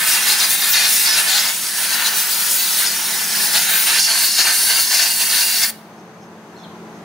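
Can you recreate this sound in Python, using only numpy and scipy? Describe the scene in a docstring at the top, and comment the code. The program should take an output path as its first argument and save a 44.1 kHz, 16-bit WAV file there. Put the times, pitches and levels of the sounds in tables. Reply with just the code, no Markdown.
"""A compressed-air blow gun cleans a fuel nozzle, mouth then side, and then a port, outdoors by a hum.
From the start, shaped noise hisses, rushes in hollows and sings on rims as a swept jet catches on them;
wavering sines in droning rumble make the machine hum. From about 3.9 s narrow noise bands whistle in the port.
At 5.7 s the valve shuts and a dull rush bleeds away; the hum remains, with rubs of resonated noise from
the hose and, near 6.6 s, two gliding sines as a bird's chirp. Echoes and scatter surround the gun and hose."""
import sys
import numpy as np
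from scipy import signal
from scipy.fft import rfft, irfft
from scipy.io import wavfile

SR = 44100
rng = np.random.default_rng(int(sys.argv[2]) if len(sys.argv) > 2 else 0)


def wrap_up_sound(samples):
    """Save the sound to the file named by the first command line argument, as 16-bit audio."""
    columns = np.atleast_2d(samples).T
    # keep every value between -1 and 1, then stretch to whole-number steps
    tamed = np.clip(columns, -1, 1)
    steps = np.round(tamed * 32767).astype(np.int16)
    wavfile.write(sys.argv[1], SR, steps)


N = 310464
TIME_S, BINS_HZ = np.arange(N) / SR, np.fft.rfftfreq(N, 1 / SR)
TO_SIDE_S, TO_PORT_S = 1.49, 3.53  # jet moves from nozzle mouth to side, then to port


def gain_of(db):
    """Decibels to amplitude."""
    return 10 ** (np.asarray(db) / 20)


def evened(x):
    """Scales to rms 1."""
    return x / np.sqrt(np.mean(x ** 2) + 1e-20)


def follow(rows):
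    """Every column of a curve, interpolated at each sample."""
    t_s, *columns = np.transpose(rows)
    return [np.interp(TIME_S, t_s, column) for column in columns]


def read(points):
    """A spectrum at each bin, joined on a log-frequency axis."""
    hz, value = np.transpose(points)
    return np.interp(np.log(BINS_HZ + 1), np.log(hz + 1), value)


def lifts(modes):
    """The dB that a set of resonances adds at each bin."""
    return sum(db / (1 + (2 * (BINS_HZ - hz) / width_hz) ** 2) for hz, width_hz, db in modes)


def noise(db):
    """Noise of rms 1 with the given spectral shape in dB."""
    return evened(irfft(rfft(rng.standard_normal(N)) * gain_of(db), N))


def wander(rate_hz, size=4000):
    """Slow random curve of rms 1, joined from 2 * rate_hz points a second."""
    return evened(np.interp(TIME_S * 2 * rate_hz, np.arange(size), rng.standard_normal(size)))


def after(t_s, shift_s=0.11):
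    """Rises smoothly from 0 to 1 around t_s."""
    return (1 + np.tanh((TIME_S - t_s) / shift_s)) / 2


def held(start_s, length_s):
    """Attack, hold and release of one event, from 0 to 1."""
    attack_s, let_go_s = 0.026, 0.032
    attack = (TIME_S - start_s) / attack_s
    release = (start_s + length_s - TIME_S) / let_go_s
    return np.clip(np.minimum(attack, release), 0, 1)


def resonate(x, hz, width_hz):
    """One-pole resonance of gain 1 whose centre follows the curve hz."""
    turn = np.exp(2j * np.pi * np.cumsum(hz * np.ones(N)) / SR)
    r = np.exp(-np.pi * width_hz / SR)
    return 2 * (turn * signal.lfilter([1 - r], [1, -r], x / turn)).real


def sideways(x, width):
    """A part of the sound that the two channels hear with opposite sign."""
    side = irfft(rfft(x) * gain_of(read(width)), N)
    return np.array([side, -side])


def scatter(x, t60_s, count):
    """Dense short reflections whose paths are renewed count times over the scene."""
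    hop, size = N // count + 1, SR // 25
    taps = rng.standard_normal((count + 2, size)) * gain_of(-60 * TIME_S[:size] / t60_s)
    taps /= np.linalg.norm(taps, axis=1, keepdims=True)
    pieces = np.pad(x, (hop, (count + 2) * hop - N)).reshape(-1, hop)
    pieces = np.hstack([pieces[:-1], pieces[1:]]) * signal.windows.cosine(2 * hop)
    wet = signal.fftconvolve(pieces, taps, axes=1)
    out = np.zeros((count + 3) * hop + size)
    for k, piece in enumerate(wet):
        out[k * hop:k * hop + len(piece)] += piece
    return out[hop:hop + N]


def tail(x, t60_s, delay_s):
    """Diffuse reflections that die away, unrelated in the two channels."""
    t_s = TIME_S[:SR]
    taps = rng.standard_normal((2, SR)) * gain_of(-60 * t_s / t60_s) * (t_s > delay_s)
    return signal.fftconvolve(x[None], taps / np.linalg.norm(taps[0]), axes=1)[:, :N]


def aim():
    """The slow sweep plus every catch, slip and flare: levels of the air's parts, and the edge tone."""
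    # hand sweep between catches: t/s, hiss/dB, fizz against hiss/dB, hollow rush/dB, rim tone/dB
    sweep = [(0.0, -20.5, 0, -22.0, -25.5), (0.35, -23.5, -1.5, -23, -22), (0.8, -22.5, -4.5, -27.0, -27),
             (1.25, -20.5, -3, -22.5, -26), (1.47, -24.0, 1, -22.5, -21), (1.55, -25.5, 1, -31, -27.5),
             (1.72, -24.5, -3, -28.5, -26.0), (2.0, -26, 3, -22, -26), (2.4, -22.0, 3, -26.5, -24.0),
             (2.75, -22, -4, -26.5, -23.5), (3.0, -24.5, 2, -27, -25), (3.3, -23, -0.5, -26, -23.5),
             (3.85, -20.0, 0.5, -24, -20), (4.06, -26, -8, -28.0, -21.5), (4.33, -22.5, -7, -30.5, -19.5),
             (4.65, -26, 0, -31, -16.5), (5.13, -21.5, 1, -29.5, -23.5), (5.68, -23, 4, -27, -22.5)]
    # jet catches a part: start/s, length/s, hiss change/dB, hollow change/dB, rim change/dB, edge f/Hz
    catches = [(0.058, 0.12, 4.0, 0.5, 5, 4930.0), (0.252, 0.108, 4.5, 2, 4.5, 4560),
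               (0.377, 0.098, 3.5, 3.5, 6, 4330), (0.48, 0.093, 5, 0.0, 0.5, 4410.0),
               (0.601, 0.12, 3.5, 4.5, 4, 4460), (0.712, 0.18, 0.5, 6.5, 9, 4560.0),
               (0.865, 0.22, 4.5, 0.0, 6, 5160), (1.046, 0.14, -1.5, 3, 7.5, 4940.0),
               (1.156, 0.066, 3.5, 4.5, 8, 4410.0), (1.262, 0.16, 0.5, 2.5, 7, 4140),
               (1.462, 0.058, 1.5, 2.5, 2.5, 4870.0), (1.754, 0.13, 3.5, 1, 0.5, 4990.0),
               (1.88, 0.1, 2.5, 1.5, 5, 4370), (1.981, 0.041, 1, 1, 2, 4370.0),
               (2.031, 0.076, 2.0, -0.5, 8, 4330.0), (2.138, 0.1, 4.5, -1, 2.5, 4580.0),
               (2.29, 0.069, 3, -4, 3.0, 5190.0), (2.491, 0.081, 4.5, -3, -1.5, 5160.0),
               (2.58, 0.1, 1, 1.5, 2, 4570.0), (2.766, 0.1, 3, 3.5, 0.5, 4500),
               (2.831, 0.077, 0.0, 4, 5, 4990.0), (3.394, 0.1, 2.5, 0.5, 2, 4770),
               (3.525, 0.083, 1.5, 7.5, 5.5, 4630), (3.666, 0.17, -0.5, 2.0, 0.0, 4360),
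               (3.853, 0.17, 1.5, 7.5, 2, 4800), (3.972, 0.11, 4.5, -3.5, 6.5, 5250),
               (4.06, 0.23, 4.5, 5.5, 2.5, 4630), (4.363, 0.081, 0.5, 11.5, 5.0, 4350),
               (4.43, 0.11, 4, 11, 0.5, 4600), (4.519, 0.2, 7, 5, -2.5, 4830), (4.681, 0.15, 4, 8, 1, 4760),
               (4.895, 0.2, 0.5, 7, 5.5, 4670.0), (5.19, 0.057, 2.5, 7.0, 7, 4660),
               (5.287, 0.165, 1, 4, 6.5, 4340), (5.457, 0.16, -0.5, 1, 3.5, 4540.0),
               (5.612, 0.049, 1.5, 7.5, 10, 4400)]
    # top of the hiss flares up: start/s, length/s, fizz lift/dB
    flares = [(0.454, 0.19, 6.5), (0.681, 0.082, 15), (0.87, 0.184, 5), (2.539, 0.309, 7),
              (3.678, 0.167, 7), (4.203, 0.108, 12), (4.796, 0.053, 9)]
    # jet slips off the port's opening: start/s, length/s, hollow rush change/dB
    slips = [(4.0, 0.08, -1.5), (4.272, 0.085, -1), (4.833, 0.09, -2), (5.075, 0.13, -1)]
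    slip_hiss_share, rest_hz = 0.44, 4950

    hiss_db, fizz_db, hollow_db, rim_db = follow(sweep)
    edge_hz = rest_hz
    for start_s, length_s, hiss_lift, hollow_lift, rim_lift, hz in catches:
        contact = held(start_s, length_s)
        hiss_db = hiss_db + hiss_lift * contact
        hollow_db = hollow_db + hollow_lift * contact
        rim_db = rim_db + rim_lift * contact
        edge_hz = edge_hz + (hz - rest_hz) * contact
    slip_db = sum(dip * held(start_s, length_s) for start_s, length_s, dip in slips)
    flare_db = sum(lift * held(start_s, length_s) for start_s, length_s, lift in flares)
    return hiss_db + slip_hiss_share * slip_db, fizz_db + flare_db, hollow_db + slip_db, rim_db, edge_hz


def blown(colour):
    """Turbulence coloured by the resonances of whichever part the jet is aimed at."""
    # resonances of the metal parts: f/Hz, width/Hz, lift/dB
    nozzle_mouth = [(960, 490, 5), (1485, 270, 3), (1780, 210, 6.5), (2136, 190, 6), (2480, 97, 5.5),
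                    (2760, 75, 8), (3690, 1400, 4), (5840, 120, 5), (6840, 200, 3.5)]
    nozzle_side = [(904, 250, 4.7), (1520, 350, 3.1), (1810, 150, 3), (2600, 140, 1.1), (2900, 320, 2),
                   (3980, 230, 2.8), (4560, 150, 4.9), (5620, 160, 3.1), (6620, 340, 4.5)]
    port_modes = [(690, 90, 1.6), (887, 190, 5.2), (1576, 200, 4.9), (1803, 85, 5.8), (2116, 100, 4.7),
                  (2720, 120, 4.2), (4480, 240, 1.9), (9550, 220, 5.2)]
    side, port = after(TO_SIDE_S), after(TO_PORT_S)
    shares = (1 - side, side * (1 - port), port)  # of power
    aims = zip(shares, (nozzle_mouth, nozzle_side, port_modes))
    base_db = read(colour)
    return sum(np.sqrt(share) * noise(base_db + lifts(modes)) for share, modes in aims)


def free_jet(level_db, sharp_db, hiss_db=0.16, fizz_db=-1):
    """The hiss of the jet itself; its finest eddies add a fizz on top."""
    # noise spectra, relative: f/Hz, level/dB
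    jet_colour = [(30, -47), (150, -24), (350, -24), (1500, -19.5), (5500, -9.5), (7200, -8.5), (8000, -4),
                  (9300, -1), (10400, 0), (11500, -5), (12500, -12.5), (14000, -7), (16000, -21)]
    fizz_colour = [(8000, -60), (12300, -11), (13200, -3.5), (14200, 0), (15800, -.5)]
    hiss = gain_of(hiss_db) * blown(jet_colour)
    fizz = gain_of(fizz_db + sharp_db) * noise(read(fizz_colour))
    return gain_of(level_db) * (hiss + fizz)


def hollow_rush(level_db, trim_db=-1.14, flutter_db=0.56):
    """A throaty rush, fluttering as the air enters and spills from a hollow."""
    # noise spectrum, relative: f/Hz, level/dB
    hollow_colour = [(30, -70.5), (120, -29), (320, -16), (520, -17.5), (660, -9), (1200, -7.5), (1500, -2),
                     (2000, -1.5), (3000, -3.5), (3900, -3), (8000, -33)]
    flutter = wander(rate_hz=35)
    return gain_of(level_db + trim_db + flutter_db * flutter) * blown(hollow_colour)


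def rim_tone(level_db, hz, broad_db=-3.0, tone_db=-5, width_hz=550, waver=0.074, flutter_db=0.0,
             growth=0.52, port_db=-4):
    """The jet flaps across a rim: a bright rush with a fuzzy, wavering edge tone, weaker at the port."""
    # noise spectrum, relative: f/Hz, level/dB
    rim_colour = [(300, -62), (2200, -22), (2800, -18), (3500, -0.5), (4500, -0.5), (5700, 1), (6800, 1.5),
                  (7800, -8), (12000, -8.5)]
    rush = gain_of(broad_db) * blown(rim_colour)
    centre_hz = hz * (1 + waver * wander(rate_hz=56))
    tone = noise(read(rim_colour))
    for _ in range(2):
        tone = resonate(tone, centre_hz, 2 * width_hz)
    lock_db = growth * (level_db - np.median(level_db))  # tone stands out when the rim is hit squarely
    tone = gain_of(tone_db + lock_db + port_db * after(TO_PORT_S)) * evened(tone)
    return gain_of(level_db + flutter_db * wander(rate_hz=57)) * (rush + tone)


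def blow_gun(unsteady_db=0.5):
    """One unsteady flow sags as the trigger eases; the valve shuts and a dull, toneless rush bleeds away."""
    ease_s, ease_db, ease_tones_db = 0.054, -4, -9
    release_s, valve_t60_s = 5.702, 0.036
    bleed_hiss_db, bleed_rush_db, bleed_t60_s = -25, -14, 0.73

    hiss_db, fizz_db, hollow_db, rim_db, edge_hz = aim()
    easing = np.clip(1 - (release_s - TIME_S) / ease_s, 0, 1)
    shut_s = np.maximum(TIME_S - release_s, 0)
    valve_db, bleed_db = -60 * shut_s / valve_t60_s, -60 * shut_s / bleed_t60_s
    hiss = gain_of(np.maximum(valve_db, bleed_hiss_db + bleed_db)) * free_jet(hiss_db, fizz_db)
    rush = gain_of(np.maximum(valve_db, bleed_rush_db + bleed_db)) * hollow_rush(hollow_db)
    tones = rim_tone(rim_db, edge_hz) + port_whistle((hollow_db + rim_db) / 2)
    tones = gain_of(valve_db) * tones
    air = gain_of(ease_db * easing) * (hiss + rush) + gain_of(ease_tones_db * easing) * tones
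    return gain_of(unsteady_db * wander(rate_hz=20)) * air


def machine(lines_db=-2.0, rumble_db=-40, waver=0.00613, throb_db=2, left_db=0.9, lead_rad=0.17):
    """A running machine to the left: wavering lines, leading in phase there, in a droning rumble."""
    # hum lines, relative: f/Hz, level/dB
    hum = [(100.7, -63), (166, -52), (182, -52), (218.8, -45), (381, -52.5), (434, -50.5), (666, -55),
           (840, -68), (1002, -58.5)]
    # rumble spectrum, relative: f/Hz, level/dB
    rumble_colour = [(15, -63.5), (25, -42), (66, -32), (98, -13.5), (131, -13.5), (163, -7), (213, -8.5),
                     (250, -14), (427, -13.5), (769, -9.5), (1000, -11.5), (2850, -28.5), (4150, -32),
                     (4500, -32), (15000, -47)]
    # drone resonances of the rumble: f/Hz, width/Hz, lift/dB
    drone = [(176, 25, 5.5), (338, 115, 8.5), (6300, 260, 9.5), (11800, 400, 7)]
    # level at which the hum is heard, held down under the loud hiss, recovering after it: t/s, level/dB
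    hum_level = [(0, -4), (1.4, -6), (2.5, -5.5), (3.4, -1.5), (4.1, -7.5), (5.6, -4.5), (5.9, -1),
                 (6.3, -1.5), (6.7, 1), (7.04, 1.5)]
    # rumble, side against middle: f/Hz, level/dB
    rumble_width = [(60, -18), (180, -66), (550, -24), (1650, -0.5), (4970, -1), (15000, 1.5)]

    sides = np.array([[1], [-1]])  # left, right
    warped_s = np.cumsum(1 + waver * wander(rate_hz=7.9)) / SR
    lines = 0
    for hz, db in hum:
        line_gain = gain_of(db + throb_db * wander(rate_hz=3.5))
        lines = lines + line_gain * np.sin(2 * np.pi * hz * warped_s + lead_rad * sides)
    colour_db = read(rumble_colour) + lifts(drone)
    rumble = noise(colour_db) + sideways(noise(colour_db), rumble_width)
    level_db = follow(hum_level)[0] + left_db * sides
    return gain_of(level_db) * (gain_of(lines_db) * np.sqrt(2) * lines + gain_of(rumble_db) * rumble)


def forecourt(x, direct_db=-0.5, near_db=-8.5, truck_db=-14, far_db=-22, air_hz=7000):
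    """Single echoes and shifting scatter from cabinet and man, a truck's short ring, a dull open-air tail."""
    # echoes from the cabinet and the man: delay to left/ms, delay to right/ms, gain
    echoes = [(.68, 0.696, 0.071), (1.149, 1.29, 0.02), (1.85, 1.3, 0.045), (2.9, 4.1, 0.18),
              (4.5, 4.55, 0.13)]
    paths = 1
    for left_ms, right_ms, gain in echoes:
        delays_s = np.array([[left_ms], [right_ms]]) / 1000
        paths = paths + gain * np.exp(-2j * np.pi * BINS_HZ * delays_s)
    direct = gain_of(direct_db) * irfft(rfft(x) * paths, N)
    near = scatter(x, t60_s=0.059, count=72)
    truck = tail(x, t60_s=0.22, delay_s=0.008)
    dulled = irfft(rfft(x) / (1 + (BINS_HZ / air_hz) ** 2), N)
    far = tail(dulled, t60_s=0.6, delay_s=0.02)
    return direct + gain_of(near_db) * near + gain_of(truck_db) * truck + gain_of(far_db) * far


def port_whistle(flow_db, drive=0.5, flicker_db=1.4, start_s=3.9, rise_s=0.071):
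    """Narrow, airy pipe tones that flicker, and swell with the air crossing the port's rim and entering it."""
    # pipe tones, relative: f/Hz, width/Hz, level/dB
    whistles = [(2798, 60, -35.5), (4376, 100, -30.5), (4574, 90, -30)]
    pipes = 0
    for hz, width_hz, db in whistles:
        band_db = -20 * np.log10(1 + (1.26 * (BINS_HZ - hz) / width_hz) ** 2)
        pipes = pipes + gain_of(db + flicker_db * wander(rate_hz=12)) * noise(band_db)
    drive_db = drive * (flow_db - np.median(flow_db))
    return after(start_s, rise_s) * gain_of(drive_db) * pipes


def hose(trim_db=-2):
    """Brief rubs ring the metal hose."""
    # scrapes, relative: peak t/s, 1/e half-length/s, level/dB
    scrapes = [(5.99, .018, -52), (6.235, .025, -53), (6.6, 0.032, -53), (6.96, .02, -55)]
    # ring of the hose, relative: f/Hz, nominal width/Hz, level/dB
    hose_modes = [(5440, 250, -2), (6280, 200, -1)]
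    rub = sum(gain_of(db) * np.exp(-((TIME_S - t_s) / length_s) ** 2) for t_s, length_s, db in scrapes)
    grit = rng.standard_normal(N)
    ring = 0
    for hz, width_hz, db in hose_modes:
        once = resonate(grit, hz, 2 * width_hz)
        ring = ring + gain_of(db) * resonate(once, hz, 2 * width_hz)
    return gain_of(trim_db) * rub * evened(ring)


def bird(direct_db=-8, near_db=-6, wet_db=-4):
    """Two quick gliding whistles, blurred and echoed by the yard."""
    # one list a chirp, levels relative: t/s, f/Hz, level/dB
    chirps = [
        [(6.555, 3896, -57), (6.566, 4270, -49), (6.578, 4255, -47), (6.586, 3770, -48), (6.596, 3480, -47),
         (6.604, 3320, -64)],
        [(6.621, 3300, -51), (6.631, 3570, -40), (6.639, 4320, -42), (6.644, 3380, -41), (6.654, 3080, -49)],
    ]
    song = np.zeros(N)
    for rows in chirps:
        hz, db = follow(rows)
        sounding = (TIME_S > rows[0][0]) & (TIME_S < rows[-1][0])
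        song += sounding * gain_of(db) * np.sqrt(2) * np.sin(2 * np.pi * np.cumsum(hz) / SR)
    near = scatter(song, t60_s=0.059, count=24)
    wet = tail(song, t60_s=0.39, delay_s=0.012)
    return gain_of(direct_db) * song + gain_of(near_db) * near + gain_of(wet_db) * wet


def scene():
    """The gun and hose on the forecourt, over the machine and the bird."""
    # spread-out jet, side against middle: f/Hz, level/dB
    jet_width = [(250, -29), (500, -54), (1000, -15), (2000, -5), (4000, -9), (8000, -9), (12000, -11.5)]
    air = blow_gun()
    spread = sideways(scatter(air, t60_s=0.016, count=160), jet_width)  # eddies keep changing place
    return forecourt(air + hose()) + spread + machine() + bird()


def record(dry):
    """Two microphones differ a little in colour; the highest peaks are rounded; then the band limit."""
    # microphone colour: f/Hz, left minus right/dB
    lean = [(200, -1.6), (1000, 0), (2300, 0), (3500, 0), (4600, 1.5), (6500, 1), (7700, 0), (9000, -1),
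            (11300, 2), (12700, 0), (15000, 1)]
    edge_hz = 15760
    coloured = irfft(rfft(dry) * gain_of(np.array([[.5], [-.5]]) * read(lean)), N)
    rounded = coloured / (1 + (coloured / .95) ** 8) ** (1 / 8)
    lowpass = signal.firwin(1023, edge_hz, window=("kaiser", 9), fs=SR)
    return signal.oaconvolve(rounded, lowpass[None], "same")


dry = scene()
out = record(dry)
wrap_up_sound(out)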